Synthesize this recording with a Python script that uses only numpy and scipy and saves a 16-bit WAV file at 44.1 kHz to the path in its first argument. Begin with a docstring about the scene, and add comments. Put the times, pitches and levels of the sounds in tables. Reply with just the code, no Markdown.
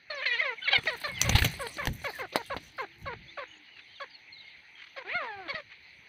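"""Clucking bird flies onto a cage

A ground bird clucks in quick runs on a hard yard floor, flies up onto a plastic cage by the microphone and drops back;
a long rising and falling call comes late. Its voice is a stack of harmonics shaped by the throat.
Claws and wings knock the cage as noise cracks and ringing modes, feathers rustle as clumped ticks, wing wash
rumbles on the port as low noise. Further off small birds whistle and twitter as wavering sines, over a thin
hiss of shaped noise, all heard through a phone microphone."""
import sys
import numpy as np
from scipy import signal
from scipy.fft import rfft, irfft
from scipy.io import wavfile
from scipy.ndimage import uniform_filter1d

SR = 44100
rng = np.random.default_rng(int(sys.argv[2]) if len(sys.argv) > 2 else 0)


def generate_wav(signal):
    """Clip the signal to [-1, 1] and save it as 16-bit WAV at the path in sys.argv[1]."""
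    frames = np.transpose(np.atleast_2d(signal))
    scaled = np.clip(frames, -1, 1) * 32767
    pcm = np.round(scaled).astype(np.int16)
    wavfile.write(sys.argv[1], SR, pcm)


def attenuation_scalar(level_db):
    """Turn a level in dB into a linear amplitude multiplier (20 dB per decade)."""
    decades = np.asarray(level_db, float) / 20
    return 10 ** decades


N = 268128


def rms_one(x):
    """Scale to unit rms."""
    return x / np.sqrt(np.mean(x ** 2) + 1e-20)


def in_time(rows):
    """Sample span and columns of a curve table, with a gain that fades 6 ms at both ends."""
    s, *columns = np.transpose(rows)
    at = np.arange(round(s[0] * SR), min(round(s[-1] * SR), N))
    fade = np.clip(np.minimum(at - at[0], at[-1] - at) / (.006 * SR), 0, 1)
    return at, fade, [np.interp(at / SR, s, c) for c in columns]


def at_hz(points, hz):
    """Read a spectrum on a log-frequency axis."""
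    points_hz, points_db = np.transpose(points)
    return np.interp(np.log(hz), np.log(points_hz), points_db)


def drift(rate, size=N):
    """Slow random wander of spread 1: noise twice through a one-pole low-pass."""
    r = np.exp(-2 * np.pi * rate / SR)
    noise = rng.standard_normal(size + 9000)
    return rms_one(signal.lfilter([1], [1, -2 * r, r * r], noise)[9000:])


def band(x, low_hz, high_hz):
    """Butterworth band-pass."""
    return signal.sosfilt(signal.butter(2, [low_hz, high_hz], "band", fs=SR, output="sos"), x)


def coloured(source, spectrum, patchy_db):
    """Shape the spectrum above 120 Hz, then let each half octave flicker on its own."""
    hz = np.arange(N // 2 + 1) * SR / N + 1
    shaped = rfft(source) * attenuation_scalar(at_hz(spectrum, hz)) * (hz > 120)
    out, edges = 0, 120 * 2.0 ** np.arange(0, 8, .5)
    for low, high in zip(edges, edges[1:]):
        flicker = np.repeat(drift(300, size=N // 40 + 1), 40)[:N]   # stretched 40 times: 7.5 Hz
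        out = out + attenuation_scalar(patchy_db * flicker) * irfft(shaped * ((hz >= low) & (hz < high)), N)
    return out


def bouts(rows, rise_db_per_s, fall_db_per_s):
    """Gain of overlapping bouts that swell up to their start, hold and die away."""
    t = np.arange(N) / SR
    gain = 0
    for s, hold, db in rows:
        before, after = np.maximum(s - t, 0), np.maximum(t - s - hold, 0)
        gain = gain + attenuation_scalar(db - rise_db_per_s * before - fall_db_per_s * after)
    return gain


def ring(clicks, hz, t60):
    """A damped resonator: a unit click sets a sine of height 1 ringing."""
    r, w = attenuation_scalar(-60 / (t60 * SR)), 2 * np.pi * hz / SR
    return signal.lfilter([0, np.sin(w)], [1, -2 * r * np.cos(w), r * r], clicks + 1e-18)


# Every second pulse weakens while the long call glides. Each row: time in seconds, share 0-1.
PULSE_HALVING = [(5.09, 0), (5.115, .7), (5.14, 0), (5.2, 0), (5.25, .7), (5.3, 0)]
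# Resonance of the throat. Each row: frequency in Hz, relative gain in dB.
THROAT_GAIN = [(300, 16), (600, 11), (1100, 6), (1650, 2.5), (2200, -13), (2750, -13.5), (3350, -13),
               (4300, -13.5), (6500, -38), (9000, -49.5)]
# Hoarseness of the voice. Each row: time in seconds, share 0-1.
HOARSENESS = [(.14, .35), (.2, .15), (.23, .6), (.27, .15), (.3, .35), (.33, .12), (.42, .35), (.47, .15),
              (.54, .12), (.69, .3), (.74, .2), (.88, .2), (.92, .1), (1.07, .12), (1.08, .6), (1.6, .1),
              (1.815, .12), (1.83, .6), (2.0, .1), (3.1, .1), (3.13, .3), (3.38, .35), (3.42, .3),
              (4.0, .15), (5.0, .45), (5.1, .3), (5.14, .06), (5.2, .08), (5.25, .4), (5.3, .08), (5.5, .3),
              (5.55, .45)]
# How squarely the bird faces the microphone. Each row: time in seconds, tilt above 2.5 kHz in dB per octave,
# upper harmonics of a cluck in dB, odd harmonics in dB.
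BILL_FACING = [(.3, -1.5, 4, 0.5), (.68, -11.5, 16.5, -0.5), (.71, -11.5, 10.5, 0.5), (.9, -0.5, 9.5, -3),
               (1.05, 8, 1, -1), (1.6, -1, -6.5, -4), (1.8, -22.5, -1.5, -3), (2.05, -6, 1, -5),
               (2.5, -6, -5.5, -4), (3.4, -2, -9, -5.5), (4.0, 6, -2.5, -4.5), (5.0, 1.5, 2, -3),
               (5.2, -17.5, 3.5, -3), (5.27, -3.5, 1.5, -15), (5.47, -11, 6, -3.5), (5.49, -0.5, 7, -2)]


def voice(rows):
    """Pulses of the syrinx as harmonics through the throat; hoarseness shakes their pitch and strength."""
    at, fade, (hz, level_db, bright_db) = in_time(rows)
    t = at / SR
    rough = np.interp(t, *np.transpose(HOARSENESS))
    halving = np.interp(t, *np.transpose(PULSE_HALVING))
    bill_s, tilt, _, odd = np.transpose(BILL_FACING)
    tilt_db, odd_db = np.interp(t, bill_s, tilt), np.interp(t, bill_s, odd)
    hz = uniform_filter1d(hz, size=250)   # the muscles round off every turn of pitch
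    shaken_hz = hz * (1 + .04 * rough * drift(250, size=len(at)))
    phase = 2 * np.pi * np.cumsum(shaken_hz) / SR
    low, high, low_power, high_power = 0, 0, 1e-12, 1e-12
    for k in range(1, 19):
        octaves_up = np.maximum(np.log2(k * hz / 2500), 0)
        gain = attenuation_scalar(at_hz(THROAT_GAIN, k * hz) + tilt_db * octaves_up + odd_db * (k % 2))
        share = np.clip((k * hz - 1650) / 350, 0, 1)   # the open bill lifts the upper harmonics
        waver = attenuation_scalar((2.2 + 2.2 * share) * drift(18, size=len(at)))
        rasp = 1 + (.6 + .6 * share) * rough * drift(200, size=len(at))
        tone = gain * waver * rasp * np.sin(k * phase + 0.344 * k * k)
        low, high = low + (1 - share) * tone, high + share * tone
        low_power = low_power + ((1 - share) * gain) ** 2
        high_power = high_power + (share * gain) ** 2
    sound = low / np.sqrt(low_power) + attenuation_scalar(bright_db - 11.5) * high / np.sqrt(high_power)
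    breath = band(band(sound * rng.standard_normal(len(at)), 510, 2900), 450, 4600)   # gated by each pulse
    sound += attenuation_scalar(3) * (.1 + rough) * breath
    out = np.zeros(N)
    out[at] = fade * attenuation_scalar(level_db) * sound * (1 + halving * np.sin(phase / 2))
    return band(out, 300, 12000)


def cluck(s, length, peak_db, head_hz, tail_hz):
    """A sharp onset settles on a loud bright head, slides down to a duller tail and sags in pitch as it dies
    away."""
    attack_s, head_s, slide_s, release_s = .012, .016, 0.017, 0.0095
    times = np.array([0, attack_s, attack_s + head_s, attack_s + head_s + slide_s])
    times = times * min(1, (length - release_s - .002) / times[-1])   # short clucks hurry
    times = s + np.append(times, [length - release_s, length])
    settling_hz = (head_hz + 3.0 * tail_hz) / 4.0
    hz = [head_hz * 1.6, head_hz * .97, head_hz * 1.01, settling_hz, tail_hz, tail_hz * 0.65]
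    level_db = peak_db + np.array([-8, -2.5, 0, -4.5, -4.5, -6])
    open_db = np.interp(s, np.array(BILL_FACING)[:, 0], np.array(BILL_FACING)[:, 2])
    bright_db = open_db - 10.5 * np.array([0, 0, 0, 1, 1, 1])   # dull tail
    return voice(np.transpose([times, hz, level_db, bright_db]))


# Short clucks. Each row: start in seconds, length in seconds, level of the head in dB, head pitch in Hz,
# tail pitch in Hz.
CLUCK_RUNS = [(0.671, 0.0427, -40, 560, 439), (0.704, 0.098, -36, 560, 469.6),
              (0.865, 0.095, -34.5, 638.5, 466.5), (1.034, 0.049, -33.5, 598, 521),
              (1.066, 0.058, -42, 573, 503), (1.244, 0.0463, -36, 560, 519),
              (1.59, 0.086, -33.5, 558.6, 459), (1.778, 0.049, -34.5, 584, 519),
              (1.821, 0.047, -39.5, 524, 512), (2.039, 0.071, -33.5, 569, 406),
              (2.184, 0.078, -36, 530.4, 358), (2.341, 0.082, -36, 513.4, 460),
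              (2.498, 0.055, -32, 556, 448), (2.779, 0.075, -33, 534, 396.5),
              (3.054, 0.091, -33, 554.6, 462.5), (3.37, 0.075, -37.5, 576.4, 501),
              (3.997, 0.053, -37.5, 560, 527), (4.96, 0.072, -42, 541, 489),
              (5.478, 0.062, -38.5, 560, 500)]


def clucks():
    """The quick runs of short clucks, each one a breath pulse with its own pitch slide."""
    return sum(cluck(*row) for row in CLUCK_RUNS)


# Three drawn-out calls, a hoarse one and the startled squawk at take-off, one curve per call.
# Each row: time in seconds, pitch in Hz, low harmonics in dB, bill opening in dB (11.5 is neutral).
DRAWN_CALLS = [
    [(.098, 646, -36.5, 0), (.12, 597, -41, 5.5), (.16, 573, -39.5, -3), (.21, 509, -40, 2),
     (.232, 618, -42, 4), (.25, 600, -54, 22)],
    [(.252, 641, -40, 8), (.266, 532, -41, 19), (.282, 502, -51.5, 23), (.302, 480, -48, 12),
     (.318, 480, -48, 19), (.335, 482.5, -44, 20.5), (.372, 448.4, -48.5, 16), (.385, 500, -44.5, 13.5),
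     (.403, 518, -50, 23), (.414, 602, -33, 3.5)],
    [(.412, 632, -25.5, -3), (.432, 632, -44, 9), (.46, 554, -34, 1.5), (.535, 444, -39.5, -6),
     (.55, 475, -62, 9)],
    [(5.535, 592, -50, 0), (5.552, 649, -43.5, 7.5), (5.595, 610, -45, -2.5), (5.612, 513, -47, -1.5)],
    [(.722, 714, -76, 19), (.734, 794.5, -23, 15.5), (.742, 809, -33, 7.5), (.757, 732, -32, 13),
     (.765, 734, -41, 23.5), (.773, 674, -60, 21)],
]
# The long rising and falling call. Each row: time in seconds, pitch in Hz, low harmonics in dB,
# bill opening in dB (11.5 is neutral).
WAIL_CURVE = [(5.045, 341.6, -46.5, -8.5), (5.085, 409.5, -45.5, -1), (5.099, 475.5, -43, 9),
              (5.113, 512, -48, 7.5), (5.151, 708.6, -32.5, -2.5), (5.173, 724.7, -34.5, 2.5),
              (5.249, 488.5, -40, -8.5), (5.323, 411, -42, -9.5), (5.413, 377.6, -46, -18),
              (5.451, 340, -49, -29.5), (5.478, 311, -41.5, -22)]


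def long_calls():
    """Sustained calls: the same voice gliding along drawn pitch and level curves."""
    return sum(voice(rows) for rows in DRAWN_CALLS + [WAIL_CURVE])


# Claws click and wings slap on the cage. Each row: time in seconds, level in dB before the mix of the bands,
# low ring of the cage relative to it in dB, contact time in seconds.
CAGE_KNOCKS = [(0.7814, -30, 7, 0.0028), (0.836, -27.5, -27, 0.00089), (0.8548, -29, -16, 0.0045),
               (1.0147, -30, -29, 0.00214), (1.215, -5, -19.5, 0.00055), (1.226, -31.5, -19, 0.002),
               (1.2888, -25.5, -20, 0.0013), (1.2932, -10, -11, 0.0018), (1.3254, -28, 5, 0.00337),
               (1.35, -14.5, -26, 0.0074), (1.382, -18, -28, 0.005), (1.4204, -18, -22, 0.0021),
               (1.4444, -12.5, -12, 0.0036), (1.457, -21.5, -23, 0.0018), (1.5387, -29.5, -14, 0.0013),
               (1.6667, -29, 0.5, 0.0026), (1.7693, -30, -22, 0.0015), (1.8546, -20, -13.5, 0.0006),
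               (1.871, -16.5, -32, 0.0013), (2.0179, -47, 10.5, 0.0017), (2.322, -37, -17, 0.0088),
               (2.358, -15.5, 6.5, 0.0009), (2.36, -25.5, -5, 0.0045), (2.5653, -27, 6, 0.0034)]
# Modes of the cage. Each row: frequency in Hz, level in dB before a 10 dB cut, ring time T60 in seconds.
CAGE_MODES = [(358, -20, 0.015), (560, 5.5, 0.007), (845, -2, 0.0091)]
# Colour of feather and knock noise. Each row: frequency in Hz, relative level in dB.
FEATHER_COLOUR = [(150, 6), (400, 7), (1500, -7.5), (5000, 3), (9000, -9), (12000, -14.5), (16000, -39.5)]


def knocks():
    """A crack of noise as long as the contact, a faint rattle and ringing modes; soft blows are dull."""
    after_db, after_t60_s = -14.5, 0.11   # the cage rattles on after each blow
    t = np.arange(round(.12 * SR)) / SR
    crack, treble, clicks = np.zeros(N), np.zeros(N), np.zeros(N)
    for s, peak_db, body_db, contact_s in CAGE_KNOCKS:
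        i, contact_s = round(s * SR), max(contact_s, 1e-4)
        u = t / contact_s
        rattle = attenuation_scalar(after_db - 60 * t / after_t60_s) * np.minimum(u, 1)
        shape = u * np.exp(1 - u ** 1.033) + rattle
        soft_db = min(0.41 * (peak_db + 15.0), 0)
        slow_db = -2.42 * np.log2(contact_s / .001)   # longer contact, less treble
        crack[i:i + len(t)] += attenuation_scalar(peak_db) * shape
        treble[i:i + len(t)] += attenuation_scalar(peak_db + soft_db + slow_db) * shape
        clicks[i] = attenuation_scalar(peak_db + body_db)
    noise = rms_one(coloured(rng.standard_normal(N), FEATHER_COLOUR, patchy_db=4.0))
    low, high = band(noise, 150, 4200), band(noise, 5400, 17000)
    out = attenuation_scalar(-9.0) * crack * low + attenuation_scalar(-7.0) * treble * high
    for hz, level_db, t60 in CAGE_MODES:
        uneven_db = 2 * rng.standard_normal(N)   # each blow strikes the modes differently
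        out += ring(clicks * attenuation_scalar(level_db - 10 + uneven_db), hz, t60)
    return band(out, 150, 16500)


# Bouts of feathers brushing past. Each row: start in seconds, hold in seconds, level at 7.5-15.5 kHz in dB.
FEATHER_BOUTS = [(.85, 0.9, -60.5), (1.3, 0.17, -57), (1.5, 0.44, -63.5), (2.05, 0.16, -57),
                 (2.4, 0.071, -63), (2.62, 0.059, -62.5), (2.81, 0.018, -68.5), (3.01, 0.057, -77.5)]


def rustle():
    """Feather barbs catch and slip: clumped crisp ticks on a little noise."""
    struck = rng.random(N) < 450 * attenuation_scalar(4 * drift(15)) / SR   # about 450 ticks a second, in clumps
    sizes = attenuation_scalar(5 * np.minimum(rng.exponential(1, N), 3.5)) * struck
    ticks = signal.lfilter([1], [1, -.97], sizes) * rng.standard_normal(N)
    crisp = rms_one(band(band(ticks, 7760, 16000), 7760, 16000))
    sound = coloured(crisp + 0.42 * rng.standard_normal(N), FEATHER_COLOUR, patchy_db=4.5)
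    gain = bouts(FEATHER_BOUTS, rise_db_per_s=153.5, fall_db_per_s=278)
    return gain * sound / np.std(band(sound, 7500, 15500))


# Air pushed at the port. Each row: time in seconds, level in dB, frequency in Hz.
AIR_PUSHES = [(0.786, -31, 117), (1.35, -11, 76), (1.42, -16, 75.8), (1.878, -20.5, 70),
              (3.044, -35.5, 82.4), (5.154, -38, 178), (5.543, -37.5, 160)]


def pushes():
    """A downstroke close by pushes air at the port: a slow wave that swells and soon dies away."""
    out, t = np.zeros(N), np.arange(N) / SR
    for s, peak_db, hz in AIR_PUSHES:
        cycles = (t - s) * hz
        late = cycles - .3
        swell = np.exp(-np.where(late < 0, 6 * late ** 2, 2.4 * late))
        out += attenuation_scalar(peak_db) * swell * np.sin(2 * np.pi * cycles)
    return out


# Gusts of wing wash and handling on the port. Each row: start in seconds, hold in seconds, level in dB.
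WASH_GUSTS = [(.8, 0.017, -50), (1.25, 0.21, -34.5), (1.9, 0.0068, -40.5), (2.48, 0.089, -55.5),
              (3.08, 0.083, -50), (.9, 2.4, -65), (5.2, 0.46, -70)]


def wash():
    """Lumpy low noise where moving air strikes the port."""
    low = band(rng.standard_normal(N), 49.4, 156)
    lumps = band(low * attenuation_scalar(4.0 * drift(6)), 38, 400)
    still_air = attenuation_scalar(-75)
    return (still_air + bouts(WASH_GUSTS, rise_db_per_s=209, fall_db_per_s=152)) * rms_one(lumps)


# Feet scuffing the floor. Each row: start in seconds, length in seconds, level in dB before a 6.5 dB cut.
FLOOR_SCUFFS = [(3.762, 0.058, -52.5), (4.762, 0.098, -53), (4.857, 0.026, -56.5), (5.691, 0.05, -55)]


def scuffs():
    """Feet scrape the floor: short gritty strokes of noise."""
    t = np.arange(N) / SR
    stroke = sum(attenuation_scalar(db) * np.sin(np.pi * np.clip((t - s) / length, 0, 1)) for s, length, db in FLOOR_SCUFFS)
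    noise = rms_one(band(band(rng.standard_normal(N), 1000, 3700), 900, 5000))
    grit = attenuation_scalar(3.2 * drift(80))
    return attenuation_scalar(-6.5) * stroke * grit * noise


def whistle(rows, under_db=-60):
    """A near sine that wavers in pitch and level; under_db sets the octave below."""
    at, fade, (hz, level_db) = in_time(rows)
    phase = 2 * np.pi * np.cumsum(hz * (1 + .012 * drift(120, size=len(at)))) / SR
    gain = np.sqrt(2) * fade * attenuation_scalar(level_db + 4 * drift(90, size=len(at)))
    out = np.zeros(N)
    out[at] = gain * (np.sin(phase) + attenuation_scalar(under_db) * np.sin(phase / 2))
    return out


# Arched whistles of small birds. Each row: start in seconds, length in seconds, top pitch in Hz, level in dB,
# octave below in dB.
ARCHED_WHISTLES = [(0.614, 0.062, 3104, -49.5, -4), (3.474, 0.104, 3020, -68.5, -31),
                   (3.661, 0.14, 2980, -69.5, -32), (3.873, 0.13, 3180, -68.5, -41)]


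def arched_whistles():
    """Small birds sweep a whistle up to a top and down again, softer at both ends."""
    out = 0
    for s, length, hz, db, under_db in ARCHED_WHISTLES:
        top_s = length * 0.382
        out = out + whistle([(s, hz * 0.95, db - 2), (s + top_s / 2, hz * .97, db), (s + top_s, hz, db),
                             (s + length * 0.62, hz * .96, db + 2), (s + length, hz * .84, db - 2)], under_db)
    return out


# Straight whistles, falling chirps and a faint low coo of other birds. Each row: start in seconds,
# length in seconds, first pitch in Hz, pitch aimed at in Hz, level in dB.
SLIDING_WHISTLES = [(0.144, 0.12, 6400, 1890, -60), (0.571, 0.027, 2390, 2150, -58.5),
                    (2.723, 0.43, 313.4, 355, -68.5), (3.196, 0.45, 350, 306, -70.5),
                    (0.61, 0.21, 3500, 3420, -57.5), (0.638, 0.036, 4570, 3760, -49),
                    (1.061, 0.031, 5300, 3240, -58), (1.08, 0.17, 2230, 2046, -59),
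                    (1.141, 0.12, 3673, 2150, -52.5), (2.13, 0.052, 1860, 1680, -55.5),
                    (2.913, 0.032, 3730, 2780, -66), (3.277, 0.036, 3250, 3740, -60),
                    (3.47, 0.12, 6460, 6640, -71), (3.948, 0.046, 4080, 3180, -64),
                    (4.096, 0.069, 4920, 4300, -62), (4.3, 0.22, 2150, 2150, -71.5),
                    (4.321, 0.075, 4370, 3720, -62), (4.38, 0.053, 4300, 3620, -62),
                    (4.751, 0.066, 3250, 3134, -63)]


def sliding_whistles():
    """Other birds slide straight from one pitch past another, growing slightly louder."""
    out = 0
    for s, length, from_hz, aim_hz, db in SLIDING_WHISTLES:
        end_hz = from_hz + 1.3 / 1.1 * (aim_hz - from_hz)   # overshoots the aim by 18 % of the way
        out = out + whistle([(s, from_hz, db - 2), (s + length, end_hz, db - 2 + 2 / 1.1)])
    return out


# Middles of the twitter bouts, in seconds.
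TWITTER_TIMES = (2.92, 3.24, 3.3, 3.36, 3.9, 4.17, 4.4, 4.42)


def twitter():
    """Far sparrows: bouts of short arched chirps, blurred by distance."""
    out = np.zeros(N)
    for k, (when, top, fall, long, loud) in enumerate(rng.random((96, 5))):
        s = TWITTER_TIMES[k % len(TWITTER_TIMES)] + .2 * (when - .5)
        hz, length = 2800 + 2100 * top, .02 + .03 * long
        peak_db = -77 + 12 * loud - 6
        end_hz = hz * (.9 - .2 * fall)
        out += whistle([(s, hz * .94, peak_db - 8), (s + length / 3, hz, peak_db),
                        (s + length, end_hz, peak_db - 8)])
    return out + .6 * np.roll(out, 400) + .45 * np.roll(out, 1100)   # repeats 9 and 25 ms late


# Outdoor hiss, swelling while the bird beats about. Each row: time in seconds,
# level at 1.2-4.8 kHz in dB before a 12 dB cut.
YARD_LEVEL = [(0, -58.5), (.58, -49.5), (1.15, -49), (1.25, -36), (1.48, -39.5), (1.6, -51), (1.97, -55.5),
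              (6.08, -55.5)]
# Colour of the hiss. Each row: frequency in Hz, relative level in dB.
HISS_COLOUR = [(140, -9.5), (320, -6), (600, -11), (870, -5), (1150, -14), (2000, -6.5), (4500, -12),
               (5300, -22.5), (6400, -19.5), (7000, -35), (11000, -34.5), (14500, -52.5), (16000, -68)]


def yard():
    """Outdoor hiss from all around: noise with a fixed colour and a slow level curve."""
    at, _, (level_db,) = in_time(YARD_LEVEL)
    sound = coloured(rng.standard_normal(N), HISS_COLOUR, patchy_db=2.6)
    gain = np.interp(np.arange(N), at, attenuation_scalar(level_db - 12.0))
    return gain * sound / np.std(band(sound, 1200, 4800))


# Reflections from floor and wall. Each row: delay in seconds, level in dB.
FLOOR_AND_WALL = [(.004, -28), (.016, -15.5)]


def with_echoes(near):
    """Floor and wall send back two late copies with dulled treble."""
    dull = band(near, 300, 2800)
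    for delay_s, level_db in FLOOR_AND_WALL:
        lag = round(delay_s * SR)
        near[lag:] += attenuation_scalar(level_db) * dull[:-lag]
    return near


def scene():
    """All sources; calls, whistles, knocks and scuffs come with two dull echoes."""
    near = clucks() + long_calls() + knocks() + scuffs() + arched_whistles() + sliding_whistles()
    return (with_echoes(near) + rustle() + pushes() + wash() + twitter() + yard())[None]


def top_cut(x):
    """Nothing passes above the cut-off."""
    return signal.sosfilt(signal.butter(12, 16820, fs=SR, output="sos"), x)


# Peaks and dips of the microphone duct. Each row: frequency in Hz, width in Hz, gain in dB.
DUCT = [(2150, 1270, 15), (4220, 1090, 8.5), (5260, 790, -8), (6104, 310, 12), (8180, 3300, -8.5),
        (8260, 250, 15.5), (14840, 3260, 27.5)]


def record(dry):
    """The sound duct of a phone microphone resonates near multiples of 2 kHz: a chain of peaking filters."""
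    for hz, width_hz, peak_db in DUCT:
        a, w = attenuation_scalar(peak_db / 2), 2 * np.pi * hz / SR
        q = np.sin(w) * width_hz / hz / 2
        middle = -2 * np.cos(w)
        dry = signal.lfilter([1 + q * a, middle, 1 - q * a], [1 + q / a, middle, 1 - q / a], dry)
    return top_cut(dry)


dry = scene()
out = record(dry)
generate_wav(out)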